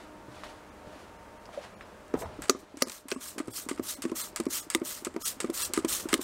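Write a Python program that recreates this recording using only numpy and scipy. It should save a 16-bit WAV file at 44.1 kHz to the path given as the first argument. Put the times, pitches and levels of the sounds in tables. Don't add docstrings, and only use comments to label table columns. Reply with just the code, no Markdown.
import sys
import numpy as np
from scipy import signal
from scipy.fft import rfft, irfft, next_fast_len
from scipy.io import wavfile
from scipy.ndimage import uniform_filter1d

SR = 44100
rng = np.random.default_rng(int(sys.argv[2]) if len(sys.argv) > 2 else 0)


def output_pcm(signal):
    pcm = np.clip(np.atleast_2d(signal).T, -1, 1) * 32767
    wavfile.write(sys.argv[1], SR, np.round(pcm).astype(np.int16))


def volts(x):
    e = np.asarray(x, float) / 20
    return 10 ** e


N = 275013
TOP_HZ = 15800

# (time [s], level [dB])
ROOM_LEVEL = [
    (0.0, -50),
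    (2.36, -50.5),
    (2.6, -56.5),
    (3.14, -58.5),
    (3.34, -54),
    (4.17, -52),
    (5.21, -52.5),
    (6.0, -46.5),
    (6.24, -48.5),
]
# (frequency [Hz], density [dB per Hz])
ROOM_COLOUR = [(12, -44), (20, -8.5), (74, 2.5), (146, -8.5), (198, 0.5), (270, -4.5), (293, -3), (542, -2),
               (897, -7), (1030, -6), (1260, -7), (1440, -9.5), (3950, -24), (8410, -28), (16000, -39)]
# (frequency [Hz], level [dB])
HUM_HARMONICS = [(302, -2), (608, -2), (915, -1)]
# (time [s], first [dB], second [dB], third harmonic [dB])
HUM_SWELL = [(0.0, -58, -60, -60), (.13, -54, -58, -60), (.24, -62, -60, -60), (.36, -64, -55, -66),
             (.5, -57, -58, -58), (.62, -59, -68, -58), (.72, -60, -63, -68), (.87, -58, -54, -57),
             (1.0, -65, -60, -70), (1.15, -63, -62, -57), (1.4, -72, -61, -59), (1.7, -72, -70, -68),
             (2.05, -70, -58, -70), (2.4, -68, -57, -68), (2.9, -72, -68, -72), (4.3, -66, -61, -66),
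             (5.0, -68, -63, -67), (6.24, -77, -72, -77)]
# (start [s], hold [s], level [dB], fade [dB per s], rise [dB per s])
BRUSHES = [
    (0, .01, -55, 110, 600),
    (.32, 0.099, -54, 110, 600),
    (0.4365, 0.025, -46, 130, 8000),
    (0.874, 0.15, -56, 100, 600),
    (1.532, 0.045, -51, 172, 600),
    (1.617, 0.036, -50.5, 174, 600),
    (1.82, .01, -56.5, 103, 600),
    (2.227, .01, -56, 15, 600),
]
# (frequency [Hz], density [dB per Hz])
RUSTLE_COLOUR = [(590, 0.5), (1000, -5), (1570, -8), (1810, -9.5), (4120, -14.5), (10500, -26.5),
                 (16000, -48)]
# (time [s], peak [dB], pitch [Hz], t60 [s], answer of the hollow bottle [dB])
HANDLING = [
    (0.281, -40.5, 318, 0.051, -6),
    (0.869, -30, 190, 0.035, -20),
    (0.957, -44, 282, 0.045, -6),
    (1.489, -39, 670, 0.036, -8),
    (1.5745, -26.5, 565, 0.055, -14),
    (2.139, -15.5, 280, 0.015, -1),
    (2.22, -31, 640, 0.04, -8),
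    (2.259, -43, 220, 0.073, -1),
]
# (time [s], peak [dB], pitch [Hz], t60 [s])
BODY_THUMPS = [(2.495, -12.5, 388.4, 0.041), (2.548, -26.5, 353, 0.028), (2.821, -19, 310, 0.024),
               (2.87, -27.5, 337, 0.02), (3.119, -20.5, 390, 0.033), (3.161, -26.5, 337, 0.0078),
               (3.401, -24.5, 297, 0.058), (3.48, -25.5, 320, 0.031), (3.712, -21.5, 324, 0.027),
               (3.795, -19.5, 314, 0.037), (4.052, -21.5, 325, 0.055), (4.118, -21.5, 327, 0.038),
               (4.399, -21, 330, 0.046), (4.466, -20, 313, 0.045), (4.75, -18, 328, 0.063),
               (4.816, -21.5, 333, 0.04), (5.068, -20, 350, 0.025), (5.162, -21, 330, 0.046),
               (5.443, -18, 350, 0.039), (5.496, -20.5, 336, 0.047), (5.775, -14.5, 322, 0.05),
               (5.846, -15.5, 327, 0.038), (6.1305, -16.5, 335, 0.034), (6.191, -24, 297, 0.035)]
# (time [s], peak [dB], pitch [Hz])
NUDGES = [(2.389, -32, 313), (2.741, -38, 288), (2.769, -39, 286), (3.054, -40.5, 270), (3.378, -31, 302),
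          (3.474, -39, 328), (3.663, -32.5, 294), (3.78, -40, 346), (3.985, -36, 276), (4.04, -32, 302),
          (4.097, -34.5, 350), (4.33, -41.5, 327), (5.021, -36.5, 340), (5.144, -35, 328),
          (5.367, -42.5, 270), (5.401, -34.5, 460), (5.425, -38, 340), (5.484, -35, 292),
          (5.699, -33.5, 340), (5.734, -34, 358), (6.055, -24.5, 320), (6.14, -16, 337)]
# (frequency [Hz], level [dB], t60 [s])
BOTTLE_MODES = [(350, -12.5, 0.083), (270, -10.5, 0.073), (500.5, -15.5, 0.041), (604, -20, 0.073),
                (1072, -19, 0.049), (1258, -18, 0.03)]
# (time [s], peak [dB], pitch [Hz], t60 [s])
WRIST_BUMPS = [
    (0.283, -45, 125, 0.24),
    (0.868, -42, 110, 0.06),
    (2.139, -34, 150, .04),
    (2.256, -35, 83.5, 0.099),
    (3.48, -39.5, 114, 0.15),
    (3.808, -48.5, 102, 0.21),
]
# (time [s], peak [dB], pitch [Hz], t60 [s])
WALL_CLACKS = [
    (2.14, -16.5, 444, 0.044),
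    (2.4955, -17, 1204, 0.022),
    (2.8205, -13, 537, 0.029),
]
# (time [s], peak [dB], pitch [Hz], t60 [s])
FINGER_TAPS = [
    (1.585, -34, 610, 0.074),
    (1.594, -41, 500, .06),
    (2.629, -38.5, 325, 0.04),
    (3.361, -32, 300, .025),
    (4.667, -36, 317, 0.045),
]
# (time [s],
# peak [dB], pitch [Hz], t60 [s])
CONTACTS = [(4.0213, -28, 8300, .004), (4.096, -39, 2600, .008), (4.328, -47, 4800, .006),
            (4.702, -19, 8300, 0.0045), (5.403, -19, 7760, .004), (.4355, -30, 1230, .012),
            (1.456, -38, 4970, .006), (1.4556, -42, 2800, .006), (1.464, -44, 5200, .006),
            (1.49, -35, 950, .02), (1.65, -37, 1100, .015), (1.8095, -31, 1480, .006),
            (1.809, -46, 3600, .005), (2.4959, -10, 1350, 0.0092), (2.4963, -10, 4440, .015),
            (2.4973, -4, 6390, .018), (2.4977, -23, 9300, .007), (2.4978, -16, 11500, .007),
            (2.4987, -22, 2500, 0.011), (2.8202, -20.5, 1220, 0.021), (2.8203, -27.5, 2700, .012),
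            (2.8217, -16, 1920, 0.0099), (2.8227, -8.5, 5900, .012), (2.8226, -12, 4410, 0.0087),
            (2.8228, -9.5, 10100, .006), (2.8262, -33, 10800, .01), (3.1155, -23, 4480, 0.0062),
            (3.115, -28, 8700, .007), (3.1156, -24.5, 3050, .008), (3.1165, -24, 1540, 0.018),
            (3.1192, -26, 5600, 0.01), (3.1232, -26, 5950, 0.012), (3.1218, -24, 2580, .018),
            (4.749, -8.5, 8070, 0.01), (4.7489, -10.5, 3670, 0.0068), (4.7487, -21, 2090, 0.028),
            (4.7548, -29, 8300, .012), (6.1297, -15, 2900, 0.0083), (6.1294, -21, 7900, .01),
            (6.1297, -27, 2160, .035), (6.1406, -5, 8300, .009), (6.1405, -13.5, 3000, 0.017),
            (6.1404, -13, 5100, .008), (6.1405, -18, 2140, .03), (6.1406, -17, 3960, 0.028),
            (6.1406, -16, 11400, 0.0064), (6.1418, -19, 4030, .008), (6.144, -26, 2410, .01),
            (6.149, -29, 8200, .008), (2.4986, -14, 6230, .006), (2.505, -25, 6000, .008),
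            (2.8238, -20, 6160, .006), (4.7503, -23, 5610, .006),
            (.4354, -35, 990, .008), (2.214, -32, 430, .03), (2.2215, -36, 1600, .012),
          (2.224, -28, 950, .025), (2.232, -30, 480, .04), (2.238, -33, 650, .03), (2.246, -34, 830, .03),
          (2.259, -35, 900, .03), (2.174, -38, 800, .04), (2.14, -28, 1000, .02), (.8715, -34, 330, .012),
          (1.541, -44, 600, .06), (1.57, -38, 520, .02), (3.689, -35, 380, .03), (3.689, -35, 1200, .02),
          (3.59, -43, 300, .03), (5.79, -26, 360, .03), (5.79, -34, 1250, .02), (5.847, -28, 1230, .03),
          (4.408, -30, 380, .03), (4.273, -36, 1200, .015), (4.097, -38, 1300, .012),
          (4.362, -42, 1250, .02), (3.776, -40, 1350, .02)]
# (time [s], peak [dB], centre [Hz])
EDGE_SNAPS = [(2.496, -12, 5000), (2.4975, -9, 11000), (2.82, -28, 6000), (2.8228, -8, 10000),
              (3.1156, -20, 6000), (3.123, -30, 8000), (4.749, -6, 7000), (2.823, -12, 12000),
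              (6.1295, -16, 6000), (6.1405, -14, 8000), (.4355, -36, 3000), (.453, -38, 4000),
              (.446, -42, 7000)]
# (time [s], peak [dB], low share [dB], top share
# [dB], strongest ring [Hz])
TRIGGER_KNOCKS = [(0.4358, -47, 14, -16, 1590), (1.4555, -48, -4, -26, 5140), (1.8088, -55, 23, -29, 1820),
                  (2.1391, -34.5, 8.5, -25, 1800), (2.4957, -9.5, -2, -10, 6100), (2.8226, -15, 1, 5, 5300),
                  (3.1153, -20, 2, -40, 1490), (3.401, -40.5, 16.5, -12, 1610),
                  (3.7133, -33.5, 10, -15, 3350), (3.7948, -40, 2, -10, 1490),
                  (4.0518, -32.5, 10, -20, 1730), (4.399, -36, -15, -25, 7800),
                  (4.4647, -32.5, -19, -19, 2190), (4.7487, -16, 5, -1, 8200), (4.8164, -50, 15, 2, 2000),
                  (5.0694, -33.5, 8.5, -14, 7880), (5.163, -35, 6, -6, 1760), (5.775, -22, 5, -13, 8200),
                  (6.1291, -16, 2.5, -4, 3080), (6.1403, -16, 0, -5, 3880)]
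# (frequency [Hz], level [dB], t60 [s])
TRIGGER_MODES = [(1223, 3, 0.12), (2060, -2, 0.042), (3317, -25, 0.07), (4120, -25, 0.058),
                 (5100, 3, 0.024), (5900, -22, 0.2), (7060, -26, 0.075), (7200, -9, 0.07), (8300, 11, 0.04),
                 (9900, -29, 0.058)]
# (time [s], valve pop [dB], its low share [dB], refill [dB], refill once the rush is over [dB])
RELEASES = [(2.4206, -27, -7, -38, -42), (2.7714, -35, -8.5, -50, -37), (3.0842, -28.5, -15, -40, -35),
            (3.382, -29, -2, -28, -55.5), (3.688, -24.5, -6.5, -27, -47), (4.021, -23.5, -39, -26, -42.5),
            (4.3611, -20.5, -14, -25, -47), (4.7017, -22.5, -37, -27, -37), (5.0484, -19, -19, -26, -58),
            (5.4032, -24.5, -19, -19, -50), (5.7362, -14.5, -22, -34, -30), (6.0879, -27.5, -8, -34, -30)]
# (time [s], peak
# [dB], low share [dB])
TICKS = [(1.65, -50, 7), (2.081, -49, -17), (2.2204, -47, 10), (2.439, -33, -1), (2.456, -40, 3),
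         (2.4836, -35, -1), (2.4972, -16.5, -10.5), (2.873, -30, -25), (2.8833, -29.5, -19),
         (2.897, -24.5, -14), (2.9187, -28, -15), (3.482, -39, -1), (3.457, -46, -15), (3.4745, -39, -20),
         (3.7304, -38, -14), (3.748, -43, -20), (3.761, -44, -20), (3.777, -42.5, 5), (3.7852, -41, -23),
         (4.116, -36, -3), (4.4012, -23, -8.5), (4.436, -39, -15), (4.455, -35, -5), (4.487, -40, -19),
         (4.799, -42, -10), (5.141, -45, 2), (5.4454, -35, 0), (5.461, -39, -5), (5.4714, -48, 5),
         (5.5006, -27.5, -27), (5.848, -21.5, -5), (5.882, -31, -25), (5.9985, -28, -4), (6.1016, -38, 1),
         (6.1779, -33, -19)]
# (frequency [Hz], density [dB per Hz])
SLURP_COLOUR = [(530, -67), (900, 2.5), (1670, 0.5), (2200, 1.5), (3990, -4.5), (4880, -1.5), (5700, -6.0),
                (8250, 4.0), (11000, -11.5), (13100, -19.0), (15500, -29)][:-1]
# (time [s], scrape [dB], rumble [dB])
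GRIP_SLIPS = [
    [(2.15, -34, -35.5), (2.2, -54, -52), (2.225, -40, -52), (2.42, -66, -50)],
]
# (start [s], surge [s], end [s], first hiss [dB], surge [dB])
SQUEEZES = [(2.165, 2.193, 2.25, -60, -45), (2.565, 2.591, 2.51, -72, -58.5),
            (2.86, 2.93, 3.02, -54, -45.5), (3.193, 3.287, 3.365, -42.5, -45),
            (3.499, 3.563, 3.676, -50, -37), (3.817, 3.889, 4, -45, -35), (4.143, 4.205, 4.316, -37.5, -33),
            (4.489, 4.544, 4.67, -36.5, -31.5), (4.834, 4.927, 5.05, -38, -39.5),
            (5.195, 5.257, 5.37, -45.5, -30), (5.525, 5.63, 5.7, -36.5, -29),
            (5.869, 5.928, 6.085, -33.5, -30.5), (6.199, 6.234, 6.35, -35.5, -43)]
# (frequency [Hz], density [dB per Hz])
MIST_COLOUR = [(1470, -34.0), (2500, -12.0), (3140, -7.0), (3830, -7), (4200, -4.5), (4680, -7),
               (5050, -5.0), (7980, -2.5), (8740, -1.5), (10100, -8.0), (13500, -6.5), (15800, -12)]
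# (time [s], above [Hz])
THINNED = [(.71, 3000), (1.178, 3500), (1.39, 3500), (1.755, 3000), (1.768, 5000), (1.764, 5600),
           (1.77, 5600), (1.838, 4000), (2.245, 3000), (2.33, 6000), (3.162, 2500), (3.525, 1000),
           (3.82, 9000), (3.958, 300), (4.23, 1500), (4.48, 2500), (4.615, 1000), (5.235, 200),
           (5.245, 200), (5.638, 2000)]
# (time [s], from [Hz], to [Hz])
GAPS = [
    (2.845, 2300, 4100),
    (2.845, 7300, 9400),
    (2.845, 12200, 17000),
    (5.238, 1500, 3200),
    (5.238, 3500, 4200),
]


def played(tables):
    rows = []
    for table in tables:
        first, last = table[0], table[-1]
        rows += [(first[0] - .003, -90, *first[2:]), *table, (last[0] + 0.038, -90, *last[2:])]
    s, *columns = np.transpose(sorted(rows))
    return [np.interp(np.arange(N) / SR, s, c) for c in columns]


def rms_one(x):
    return x / np.sqrt(np.mean(x ** 2) + 1e-20)


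def band(x, low_hz, high_hz):
    sos = signal.butter(2, [low_hz, min(high_hz, .49 * SR)], "band", fs=SR, output="sos")
    return signal.sosfilt(sos, x)


def drift(rate):
    knots = rng.standard_normal(4000)
    return np.interp(np.arange(N) / SR * rate * 2, np.arange(4000), knots) * 1.22


def coloured(x, spectrum):
    size = next_fast_len(N)
    hz, level_db = np.transpose(spectrum)
    bins = np.arange(size // 2 + 1) * SR / size + 1
    shape = volts(np.interp(np.log(bins), np.log(hz), level_db, left=-60)) * (bins < TOP_HZ)
    return rms_one(irfft(rfft(x, size) * shape, size)[:N])


def grainy(per_s, spread_db, share):
    sizes = volts(spread_db * np.minimum(rng.exponential(1, N), 3)) * rng.choice([-1, 1], N)
    drops = rms_one(sizes * (rng.random(N) < per_s / SR))
    share = np.clip(share, 0, 1)
    return np.sqrt(share) * drops + np.sqrt(1 - share) * rng.standard_normal(N)


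def decay(t, t60):
    return volts(-60 * t / t60)


def ringing(hz, t60, count):
    t = np.arange(count) / SR
    return np.sin(2 * np.pi * hz * t) * decay(t, max(t60, .003))


def add(out, s, sound):
    at = round(s * SR)
    out[at:at + len(sound)] += sound[:N - at]


def room_tone():
    t = np.arange(N) / SR
    s, level_db = np.transpose(ROOM_LEVEL)
    air = coloured(rng.standard_normal(N), ROOM_COLOUR) * volts(-0.5 + 0.3 * drift(3.0))
    out = air * volts(np.interp(t, s, level_db))
    wavering_s = np.cumsum(1 + 0.00395 * drift(6)) / SR
    s, *swells = np.transpose(HUM_SWELL)
    for (hz, db), swell_db in zip(HUM_HARMONICS, swells):
        level_db = db + 4.5 + 1.5 * drift(5) + np.interp(t, s, swell_db)
        out = out + volts(level_db) * np.sin(2 * np.pi * hz * wavering_s)
    return out


def rustle():
    t = np.arange(N) / SR
    level_db = np.max([db - rise * np.maximum(s - t, 0) - fade * np.maximum(t - s - hold, 0)
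                       for s, hold, db, fade, rise in BRUSHES], axis=0)
    rub = coloured(grainy(per_s=2000, spread_db=4.0, share=.15), RUSTLE_COLOUR)
    return volts(level_db + .5 + 1.5 * drift(25)) * rub


def thumps():
    nudge_t60_s, sag_share, sag_s = 0.044, .04, .003
    out, t = np.zeros(N), np.arange(7000) / SR
    pushes = HANDLING + [(*row, 0) for row in BODY_THUMPS] + [(*row, nudge_t60_s, 0) for row in NUDGES]
    hurried = t + sag_share * sag_s * (1 - np.exp(-t / sag_s))
    chance = rng.normal(0, 1, (len(pushes), len(BOTTLE_MODES), 2))
    swell = np.minimum(t / .0022, 1)
    for (s, peak_db, pitch_hz, t60, hollow_db), draws in zip(pushes, chance):
        body = np.sin(2 * np.pi * pitch_hz * hurried) * decay(t, max(t60, .003))
        for (hz, level_db, ring_s), (more, detune) in zip(BOTTLE_MODES, draws):
            mode = ringing(hz * (1 + .05 * detune), ring_s, count=7000)
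            body = body + volts(level_db + 3.2 * more + hollow_db) * mode
        add(out, s, volts(peak_db + 2.5) * swell * body)
    out = band(out, 212, 4700)
    for s, peak_db, pitch_hz, t60 in WRIST_BUMPS + WALL_CLACKS + FINGER_TAPS:
        add(out, s, volts(peak_db) * swell * ringing(pitch_hz, t60, count=7000))
    return out


def contacts():
    longest_cycles, shudder_db, shudder_t60_s = 33, -23.5, .045
    out, t = np.zeros(N), np.arange(3000) / SR
    sets_in = np.minimum(t / .0002, 1)
    for s, peak_db, pitch_hz, t60 in CONTACTS:
        shudder = rms_one(band(rng.standard_normal(3000), pitch_hz * .75, pitch_hz * 1.3))
        shudder = volts(shudder_db) * decay(t, shudder_t60_s) * shudder
        ring = ringing(pitch_hz, min(t60, longest_cycles / pitch_hz), count=3000)
        add(out, s, volts(peak_db) * sets_in * (ring + shudder))
    return out


def snaps():
    out, t = np.zeros(N), np.arange(200) / SR
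    for s, peak_db, centre_hz in EDGE_SNAPS:
        fade = np.exp(-np.e * t * centre_hz / 1.2)
        add(out, s, -volts(peak_db + 6) * np.sin(2 * np.pi * centre_hz * t) * fade)
    return out


def knocks():
    crack_t60_s, softer_longer_db = 0.011, 0.41
    out, t = np.zeros(N), np.arange(4000) / SR
    rattle_fade = volts(-14.5) * decay(t, .05) + volts(-48) * decay(t, 0.083)
    for s, peak_db, low_db, top_db, ring_hz in TRIGGER_KNOCKS:
        noise = rng.standard_normal((3, 4000))
        low, mid, top = noise * (1 + 2.0 * noise[:1] ** 2)
        t60 = max(crack_t60_s * volts(-softer_longer_db * (peak_db + 20)), .004)
        head = decay(np.maximum(t - .0012, 0), t60) * np.minimum(.3 + t / .001, 1)
        crack = volts(low_db) * rms_one(band(low, 1020, 2440)) + rms_one(band(mid, 3400, 6930))
        crack = crack * (head + volts(-53) * decay(t, 0.018))
        top_fade = head ** 3.3 + volts(-28.0) * decay(t, 0.06)
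        crack = crack + volts(top_db) * rms_one(band(top, 8800, 13200)) * top_fade
        rattle = rms_one(band(mid, ring_hz * .88, ring_hz * 1.12)) * rattle_fade
        crack = crack + rms_one(band(low, 1500, 13000)) * volts(-12) * decay(t, .06)
        for hz, level_db, ring_s in TRIGGER_MODES:
            zone_db = low_db if hz < 2500 else top_db - 8 if hz > 7000 else -4
            mode_db = level_db + rng.normal(0, 4) + zone_db - 5.0
            crack = crack + volts(mode_db) * ringing(hz, 0.38 * ring_s, count=4000)
        add(out, s, volts(peak_db) * (volts(-12) * crack + rattle))
    return out


def pops():
    valve_t60_s, tick_t60_s = 0.085, 0.047
    tick, puff, dull, t = np.zeros((2, N)), np.zeros(N), np.zeros(N), np.arange(5000) / SR
    rows = [(*row[:3], valve_t60_s, 0) for row in RELEASES] + [(*row, tick_t60_s, 1) for row in TICKS]
    for s, peak_db, low_db, t60, small in rows:
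        fade = decay(t, t60)
        add(tick[small], s, volts(peak_db - 6) * decay(t, .01))
        add(puff, s, volts(peak_db - 15) * fade)
        add(dull, s, volts(peak_db + low_db - 6.0) * fade)
    white = rng.standard_normal((3, N))
    valve = tick[0] * rms_one(band(white[0], 4600, 11200))
    small_part = tick[1] * rms_one(band(band(white[0], 3900, 12000), 3500, 10800))
    air = puff * coloured(white[1], SLURP_COLOUR) + dull * rms_one(band(white[2], 480, 2200))
    return valve + small_part + air


def grip():
    scrape_db, rumble_db = played(GRIP_SLIPS)
    scrape = rms_one(band(grainy(per_s=500, spread_db=4.0, share=.5), 380, 1100))
    rumble = rms_one(band(rng.standard_normal(N), 40, 166))
    rumble_db = np.where(scrape_db > -85, rumble_db, -90)
    return volts(scrape_db) * scrape + volts(rumble_db) * rumble


def mist():
    jet_off_db, fall_curve = -65.5, 1.81
    bleed = np.linspace(0, 1, num=7)
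    strokes = []
    for start, surge, end, first_db, surge_db in SQUEEZES:
        creep_db = first_db + 0.45 * (surge_db - first_db)
        fall_s = surge + bleed * max(end - surge, .03)
        fall_db = surge_db + (jet_off_db - surge_db) * bleed ** fall_curve
        strokes.append([(start, jet_off_db), (start + 0.017, first_db), (surge - 0.015, creep_db),
                        *zip(fall_s, fall_db)])
    level_db, = played(strokes)
    jet = coloured(grainy(per_s=5000, spread_db=3.5, share=.4), MIST_COLOUR)
    edges = np.geomspace(2500, 16000, 8)
    patches = sum((volts(2.1 * drift(30)) - 1) * band(jet, low, high) for low, high in zip(edges, edges[1:]))
    jet = rms_one(jet + patches) * volts(1.3 * drift(90) + 0.95 * drift(300))
    white = rng.standard_normal(N)
    splash = rms_one(band(white, 1140, 2180) + volts(-2.0) * band(white, 1080, 1440)) * volts(2.2 * drift(48))
    return volts(level_db) * jet + volts(0.81 * level_db - 20) * splash


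def slurp():
    rush_s, refill_s, refill_end_db = 0.048, 0.11, -54.5
    level_db, = played([[(s, rush_db), (s + rush_s, after_db), (s + refill_s, min(after_db, refill_end_db))]
                        for s, _, _, rush_db, after_db in RELEASES])
    sputter = coloured(grainy(per_s=2500, spread_db=3.0, share=.4), SLURP_COLOUR)
    return volts(level_db - 10.5 + 2.8 * drift(110)) * sputter


def walls(x):
    t = np.arange(SR // 2) / SR
    tail = band(rng.standard_normal(len(t)), 88, 6900) * decay(t, 0.32) * np.minimum(t / 0.0013, 1)
    return signal.fftconvolve(x, tail / np.sqrt(np.sum(tail ** 2)))[:N]


def scene():
    sprayer = mist() + slurp() + pops() + knocks() + thumps() + grip()
    echo = volts(-21.5) * walls(sprayer)
    return (sprayer + echo + rustle() + room_tone() + contacts() + snaps())[None]


def thin(x):
    frame, share_kept, kept_gain_db = 1536, .12, 2.5
    out, window, hz = x.copy(), np.hanning(frame), np.fft.rfftfreq(frame, 1 / SR)
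    for s, above_hz in THINNED:
        at = round(s * SR) - frame // 2
        lines = rfft(out[at:at + frame] * window)
        size = np.abs(lines)
        stands_out = uniform_filter1d(size, size=3) / uniform_filter1d(size, size=80)
        weak = (hz > above_hz) & (stands_out < np.quantile(stands_out, 1 - share_kept))
        kept = (hz > above_hz) & (hz < .9 * TOP_HZ) & ~weak
        out[at:at + frame] -= irfft(lines * (weak - (volts(kept_gain_db) - 1) * kept))
    for s, from_hz, to_hz in GAPS:
        at = round(s * SR) - frame // 2
        lines = rfft(out[at:at + frame] * np.minimum(2 * window, 1))
        out[at:at + frame] -= irfft(lines * (hz > from_hz) * (hz < to_hz))
    return out


def roll_off(x):
    return signal.sosfilt(signal.butter(12, 16870, fs=SR, output="sos"), x)


def record(dry):
    held = .95 * np.tanh(dry[0] / .95)
    shaved = signal.sosfilt(signal.ellip(6, .5, 18, TOP_HZ, fs=SR, output="sos"), held)
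    mix = thin(shaved)[None]
    return roll_off(mix)


dry = scene()
out = record(dry)
output_pcm(out)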